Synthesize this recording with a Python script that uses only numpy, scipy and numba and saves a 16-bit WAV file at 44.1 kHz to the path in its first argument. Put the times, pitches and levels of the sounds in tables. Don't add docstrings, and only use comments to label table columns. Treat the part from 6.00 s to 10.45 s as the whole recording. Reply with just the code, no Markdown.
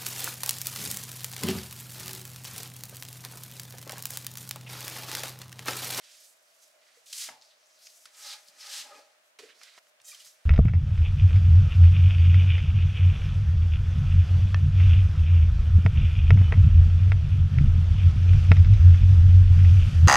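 import sys
import numpy as np
from scipy import signal
from scipy.fft import rfft, irfft
from scipy.io import wavfile
from scipy.ndimage import uniform_filter1d
from numba import njit

SR = 44100
rng = np.random.default_rng(int(sys.argv[2]) if len(sys.argv) > 2 else 0)


def level_to_linear(level):
    exponent = np.asarray(level, float) / 20
    return 10 ** exponent


def file_out(sig):
    cols = np.atleast_2d(sig).T
    lim = np.clip(cols, -1, 1)
    pcm = np.round(lim * 32767).astype(np.int16)
    wavfile.write(sys.argv[1], SR, pcm)


N = 196412
TIME_S = np.arange(N) / SR


def level(x, db=0):
    return x * level_to_linear(db) / np.sqrt(np.mean(x ** 2))


@njit
def moving_bandpass(x, hz, q):
    y, band_state, low_state = np.empty(len(x)), 0., 0.
    for i in range(len(x)):
        g = np.tan(np.pi * hz[i] / SR)
        v = (band_state + g * (x[i] - low_state)) / (1 + g * (g + 1 / q))
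        band_state = 2 * v - band_state
        low_state += 2 * g * v
        y[i] = v / q
    return y


def band(x, hz, q):
    hz = np.clip(hz * np.ones(len(x)), 20, .4 * SR)
    once = moving_bandpass(x, hz, 1. * q)
    return moving_bandpass(once, hz, 1. * q)


def walk(rate_hz):
    hold = int(SR / rate_hz)
    steps = np.repeat(rng.standard_normal(N // hold + 1), hold)
    return 1.57 * uniform_filter1d(uniform_filter1d(steps, hold), hold)[:N]


def pan(x, db):
    return x * level_to_linear(np.array([db, -db]).reshape(2, -1) / 2)


def add(out, s, x):
    i = int(s * SR)
    out[..., i:i + x.shape[-1]] += x[..., :N - i]


def per_sample(per_ms):
    return np.interp(TIME_S * 1000, np.arange(len(per_ms)), per_ms)


CUTS_S = [
    1.058,
    3.387,
    3.79,
]


def contact_power(contacts):
    shape = 1.25
    t = np.arange(0, N / SR + .002, .001)
    s, db, rise_ms, fall_ms = np.transpose(contacts)[:4, :, None]
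    away = np.abs(t - s) * 1000 / np.where(t < s, rise_ms, fall_ms)
    same_moment = np.searchsorted(CUTS_S, t) == np.searchsorted(CUTS_S, s)
    return level_to_linear(2 * (db - 20 * away ** shape)) * same_moment + 1e-14


HAND_SIDE = [
    -3.5,
    -.6,
    0,
    -4.5,
    -2,
]


def hand_pan(s):
    return np.array(HAND_SIDE)[np.searchsorted([CUTS_S[0], 2.4, *CUTS_S[1:]], s)]


HISS_SPECTRUM = [(20, -72), (60, -37), (120, -31.5), (250, -24.5), (420, -19), (600, -10), (900, -15.5),
                 (1300, -13), (2500, -15), (5000, -21.5), (9000, -24.5), (13000, -30), (15700, -29)]


def hiss():
    hz, db = np.transpose(HISS_SPECTRUM)
    bins = np.maximum(np.fft.rfftfreq(N, 1 / SR), 1)
    curve = level_to_linear(np.interp(np.log(bins), np.log(hz), db))
    return level(irfft(rfft(rng.standard_normal(N)) * curve, N))


def fan_whirr():
    hz, width_hz = 617.4, 54
    return level(band(rng.standard_normal(N), hz, hz / width_hz * 0.56), -76)


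def hush():
    sign = np.array([[1], [-1]])
    side = signal.sosfilt(signal.butter(1, 400, "high", fs=SR, output="sos"), hiss())
    surge = level_to_linear(9.7 * np.exp(-((TIME_S - .78) / 0.082) ** 2))
    air = level_to_linear(-69.5) * (hiss() + 1.2 * sign * side)
    return air + surge * (fan_whirr() + 0.33 * sign * fan_whirr())


def slips(scatter_db, judder_db, judder_hz):
    sizes = level_to_linear(scatter_db * rng.exponential(size=N) + judder_db * walk(judder_hz))
    return rng.standard_normal(N) * np.minimum(sizes, 4.5)


PANEL = (4.035, 4.125, .55, 1.587)


def panel_echo(x):
    start, stop, share, ms = PANEL
    feedback = np.zeros(round(ms * SR / 1000) + 1)
    feedback[[0, -1]] = 1, -share
    facing = np.interp(TIME_S, [start - .01, start, stop - .015, stop + .015], [0, 1, 1, 0])
    combed = np.sqrt(1 - share ** 2) * signal.lfilter([1], feedback, x)
    return (1 - facing) * x + facing * combed


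# peak t/s, level/dB, rise/ms over 20 dB, fall/ms over 20 dB, centre f/Hz
COVER_SLIDES = [(.045, -56.5, 62, 250, 3580), (.11, -56, 96, 262, 4900), (.17, -70, 88, 202, 5200),
                (.976, -66, 198, 66, 4800), (1.055, -68.5, 108, 50, 4400), (1.133, -43, 3, 54, 5600),
                (1.185, -44.5, 126, 139, 5740), (1.225, -37, 140, 75, 6000), (1.27, -46, 104, 60, 5600),
                (2.18, -59, 72, 292, 5350), (2.27, -45.5, 156, 138, 5500), (2.74, -41, 111, 105, 5000),
                (2.775, -40, 130, 105, 4480), (2.81, -40.5, 112, 33, 4150), (4.088, -48, 45, 96, 6160),
                (4.2, -54, 120, 152, 5800)]
TIGHT_SLIDES = [(1.43, -60, 26, 248, 4300), (1.53, -64, 500, 45, 4900), (1.61, -67, 47, 400, 6350),
                (1.75, -64.5, 170, 200, 5100), (1.872, -52.5, 85, 24.5, 5300), (1.96, -63, 200, 200, 5650),
                (2.29, -50, 83, 148, 6060), (2.336, -38.5, 128, 29.5, 4570), (2.575, -63, 29, 198, 5950),
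                (2.61, -46.5, 39, 300, 5560), (2.655, -53, 103, 197, 6800), (3.555, -63.5, 39, 298, 4400),
                (3.634, -55, 64, 197, 4500), (3.68, -66, 80, 150, 4500), (4.052, -51.5, 16, 150, 7200),
                (4.1, -50.5, 20, 79, 5030)]
BRUSHES = [(.255, -57, 210, 138, 6700), (.55, -67, 460, 410, 5830), (.63, -61, 59, 140, 6170),
           (1.07, -59, 15, 100, 4800), (1.105, -70, 100, 52, 6000), (1.83, -57.5, 72, 95, 5740),
           (1.9, -58.5, 37, 190, 5670), (2.05, -59.5, 220, 39, 5200), (2.488, -55, 67, 33, 5000),
           (2.7, -72, 51, 140, 5200), (3.27, -71.5, 80, 60, 6500), (3.795, -67.5, 20, 28, 4840),
           (3.83, -72, 17, 48, 5500), (3.893, -69, 130, 20, 4740), (4.017, -69, 28, 10, 5600),
           (4.06, -69, 19, 150, 7500), (4.15, -65.5, 80, 85, 4800), (4.274, -52.5, 65, 80, 5700)]
BLOCK_SHIFTS = [(.04, -67, 190, 190, 3680), (.88, -66.5, 210, 310, 4650), (1.285, -50.5, 95, 93, 4300),
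                (2.06, -59, 9, 87.5, 4900), (2.22, -53.5, 103, 196, 5360), (2.37, -60.5, 50, 164, 4600),
                (2.69, -50.5, 192, 202, 4730), (2.87, -58, 210, 324, 4800), (2.992, -61.5, 270, 40, 4150),
                (3.02, -85, 56, 197, 4060), (3.39, -54.5, 6.1, 185, 4520), (3.499, -57.5, 50, 50.6, 3440),
                (3.66, -57, 110, 148, 4360), (3.785, -57.5, 100, 50, 4300), (4.128, -56.5, 50, 99, 4860),
                (4.4, -70, 300, 300, 4840)]


def rubbing():
    kinds = [(COVER_SLIDES, (-14, -16, 0.09)), (TIGHT_SLIDES, (-46, -13.5, 0.37)),
             (BRUSHES, (0.23, -19, 0.25)), (BLOCK_SHIFTS, (-26, 3.2, 0.18))]
    contacts = np.concatenate([rows for rows, _ in kinds])
    sheen_db, block_db, focus = np.transpose([tone for rows, tone in kinds for _ in rows])
    power = contact_power(contacts)
    total_power = power.sum(axis=0)
    hz = per_sample(contacts[:, 4] @ power / total_power)
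    focus = per_sample(focus @ power / total_power)
    rub_gain = per_sample(np.sqrt(total_power))
    sheen_gain = per_sample(np.sqrt(level_to_linear(2 * sheen_db) @ power))
    block_gain = per_sample(np.sqrt(level_to_linear(2 * block_db) @ power))
    grip = level_to_linear(0.38 * walk(40))
    grit = slips(0.79, 0.89, 150)
    hz = hz * (1 + 0.07 * walk(30))
    broad = level(band(grit, hz, q=.6))
    narrow = level(band(band(grit, hz, q=1.0), hz, q=1.0))
    focus = np.clip(1.25 * focus - .1, 0, 1)
    cover = (1 - focus) * broad + focus * narrow
    sheen = level(band(slips(1.2, 2.2, 200), 9600, q=.7))
    block = level(band(slips(1.4, 1.6, 80), 2000, q=1.05))
    body = panel_echo(rub_gain * cover + level_to_linear(-6.0) * block_gain * block)
    rustle = panel_echo(level_to_linear(-6.0) * sheen_gain * sheen)
    pan_db = hand_pan(TIME_S)
    return grip * (pan(body, pan_db) + pan(rustle, pan_db + 5.0))


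SCUFFS = [(0.8667, -59, 2370, 4.7, 0.94), (1.0626, -48.5, 3600, 12, 1.5), (1.1279, -27, 5300, 7.9, 0.72),
          (1.413, -46.5, 4500, 3.6, 1.5), (1.421, -43.5, 4250, 4.7, 1.5), (1.869, -37, 5370, 3.8, 3.6),
          (1.8695, -44.5, 2770, 5.1, 1.8), (2.0552, -37, 4900, 7.2, 0.88), (2.476, -64.5, 4800, 6.3, 0.99),
          (2.4842, -44.5, 4860, 2.6, 3.6), (3.388, -38, 2150, 15, 0.37), (3.6157, -62, 1480, 2.4, 0.49),
          (3.6331, -34.5, 4400, 4.7, 0.55), (3.8688, -55, 1660, 2.8, 0.54), (4, -50, 2470, 4.7, 0.72),
          (4.0163, -47.5, 6400, 3.7, 0.88)]


def scuffs():
    out, t = np.zeros((2, N)), np.arange(2000) / SR
    for s, db, hz, ms, q in SCUFFS:
        grit = rng.standard_normal(len(t)) * np.exp(-(t * 1000 / ms) ** 3)
        click = 3.5 * (t == t[30])
        burst = band(grit + click, hz, q)
        add(out, s, pan(burst / np.abs(burst).max() * level_to_linear(db), hand_pan(s)))
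    return out


# t/s, peak level/dB, ring f/Hz, rumble level/dB, rumble t60/s
HOLLOW_KNOCKS = [
    (.971, -59, 480, -13, 0.29),
    (1.283, -57.5, 263, 4.5, 0.17),
    (1.29, -51, 840, -5, 0.44),
    (1.335, -57, 890, -3, 0.13),
    (2.056, -47, 1335, -15.5, 0.053),
    (2.985, -60, 580, 2, 0.46),
    (2.988, -73, 286, -14, 0.089),
    (3.432, -46.5, 446, -12.5, 0.31),
    (3.4, -60, 476, 2, 0.24),
]
DULL_KNOCKS = [
    (1.288, -39, 790, -13.5, 0.38),
    (2.791, -72, 220, 2.5, 0.3),
    (3.392, -57, 405, -0.5, 0.54),
    (3.778, -55.5, 445, 2.5, 0.02),
    (4.265, -50, 1530, -9, 0.034),
]
DRY_CRACKS = [
    (1.2885, -36, 1550, -1, 0.034),
    (3.6148, -39, 1600, -12, 0.072),
    (3.7785, -40, 1430, -8.5, 0.052),
]


def knocks():
    out, t = np.zeros(N), np.arange(16000) / SR
    for blows, q in [(HOLLOW_KNOCKS, 4.8), (DULL_KNOCKS, 1.55), (DRY_CRACKS, 0.75)]:
        for s, db, hz, rumble_db, t60 in blows:
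            blow = band(1. * (t == 0), hz, q)
            rumble = level(band(rng.standard_normal(len(t)), hz, q), rumble_db - 1.5)
            rumble *= level_to_linear(-60 * t / t60) * np.minimum(t / 0.0025, 1)
            add(out, s, (blow / np.abs(blow).max() + rumble) * level_to_linear(db))
    return out


BUMPS = [
    (1.058, -73, 60.4, 0.042),
    (1.292, -73, 145, 0.35),
    (1.295, -76, 105, 0.35),
    (2.056, -78, 127.6, .08),
    (2.491, -65, 190, 0.032),
    (2.799, -84, 157, 0.1),
    (3.39, -74, 142, 0.12),
    (3.774, -92, 159, 0.078),
    (4.01, -73, 118, 0.063),
    (4.264, -70, 153, 0.054),
]


def bumps():
    out, t = np.zeros(N), np.arange(16000) / SR
    for s, db, hz, t60 in BUMPS:
        envelope = level_to_linear(-60 * t / t60) * (1 - np.exp(-t * hz / 0.41))
        add(out, s, level_to_linear(db) * np.sin(2 * np.pi * hz * t) * envelope)
    return out


BOARD_MODES = [
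    (190, 60, -26),
    (300, 80, -8),
    (430, 60, -11),
    (585, 40, -1),
    (820, 55, 0.5),
    (1020, 120, -9),
    (1260, 75, -0.5),
    (1670, 70, -9),
]
DRAGS = [
    (2.19, -71, 79, 300, 0.5),
    (2.265, -54.5, 40, 185, 9),
    (2.345, -54, 230, 70, 7.5),
    (2.672, -55, 90, 390, 10.5),
    (2.8, -59, 630, 300, 0),
    (2.871, -49, 60, 23, 6),
    (2.926, -48.5, 110, 150, 4),
    (2.994, -47.5, 130, 13, -0.5),
    (3.03, -66.5, 50, 240, 2),
]


def shelf_hum():
    power = contact_power(DRAGS)
    total_power = power.sum(axis=0)
    tilt_db = per_sample(np.transpose(DRAGS)[4] @ power / total_power)
    hum = np.zeros(N)
    for hz, width_hz, db in BOARD_MODES:
        mode = level(band(rng.standard_normal(N), hz, q=.64 * hz / width_hz))
        hum += mode * level_to_linear(db + 2.5 * walk(30) + tilt_db * np.log2(hz / 700))
    return level(hum, -5.0) * per_sample(np.sqrt(total_power))


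SQUEAKS = [
    (2.95, 29, 2480, -53.5),
    (4.114, 11.5, 2390, -45),
    (4.124, 18, 1182, -55),
    (4.144, 10, 3130, -43.5),
    (4.198, 15, 2930, -49.5),
]


def squeaks():
    out = np.zeros(N)
    for s, ms, hz, db in SQUEAKS:
        phase = 2 * np.pi * hz * np.arange(int(ms * SR / 1000)) / SR
        tone = np.sin(phase) + .35 * np.sin(2 * phase) + .25 * np.sin(3 * phase) + .2 * np.sin(4 * phase)
        add(out, s, level_to_linear(db) * tone * np.hanning(len(phase)))
    return out


def room(x):
    t60_s, send_db = 0.26, -10
    t = np.arange(int(.5 * SR)) / SR
    tails = rng.standard_normal((2, len(t))) * level_to_linear(-60 * t / t60_s) * np.minimum(t / 0.0017, 1)
    tails *= level_to_linear(send_db) / np.sqrt(np.sum(tails ** 2, axis=1, keepdims=True))
    cuts = (np.array(CUTS_S) * SR).astype(int)
    moments = np.split(x.mean(axis=0, keepdims=True), cuts, axis=1)
    return np.hstack([signal.fftconvolve(m, tails, axes=1)[:, :m.shape[1]] for m in moments])


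def scene():
    near = rubbing() + scuffs() + knocks() + bumps() + shelf_hum() + squeaks()
    return hush() + near + room(near)


def roll_off(x):
    return signal.sosfilt(signal.butter(12, 15790, fs=SR, output="sos"), x)


def record(dry):
    mix = signal.sosfilt(signal.ellip(10, .2, 70, 15750, fs=SR, output="sos"), dry)
    return roll_off(mix)


dry = scene()
out = record(dry)
file_out(out)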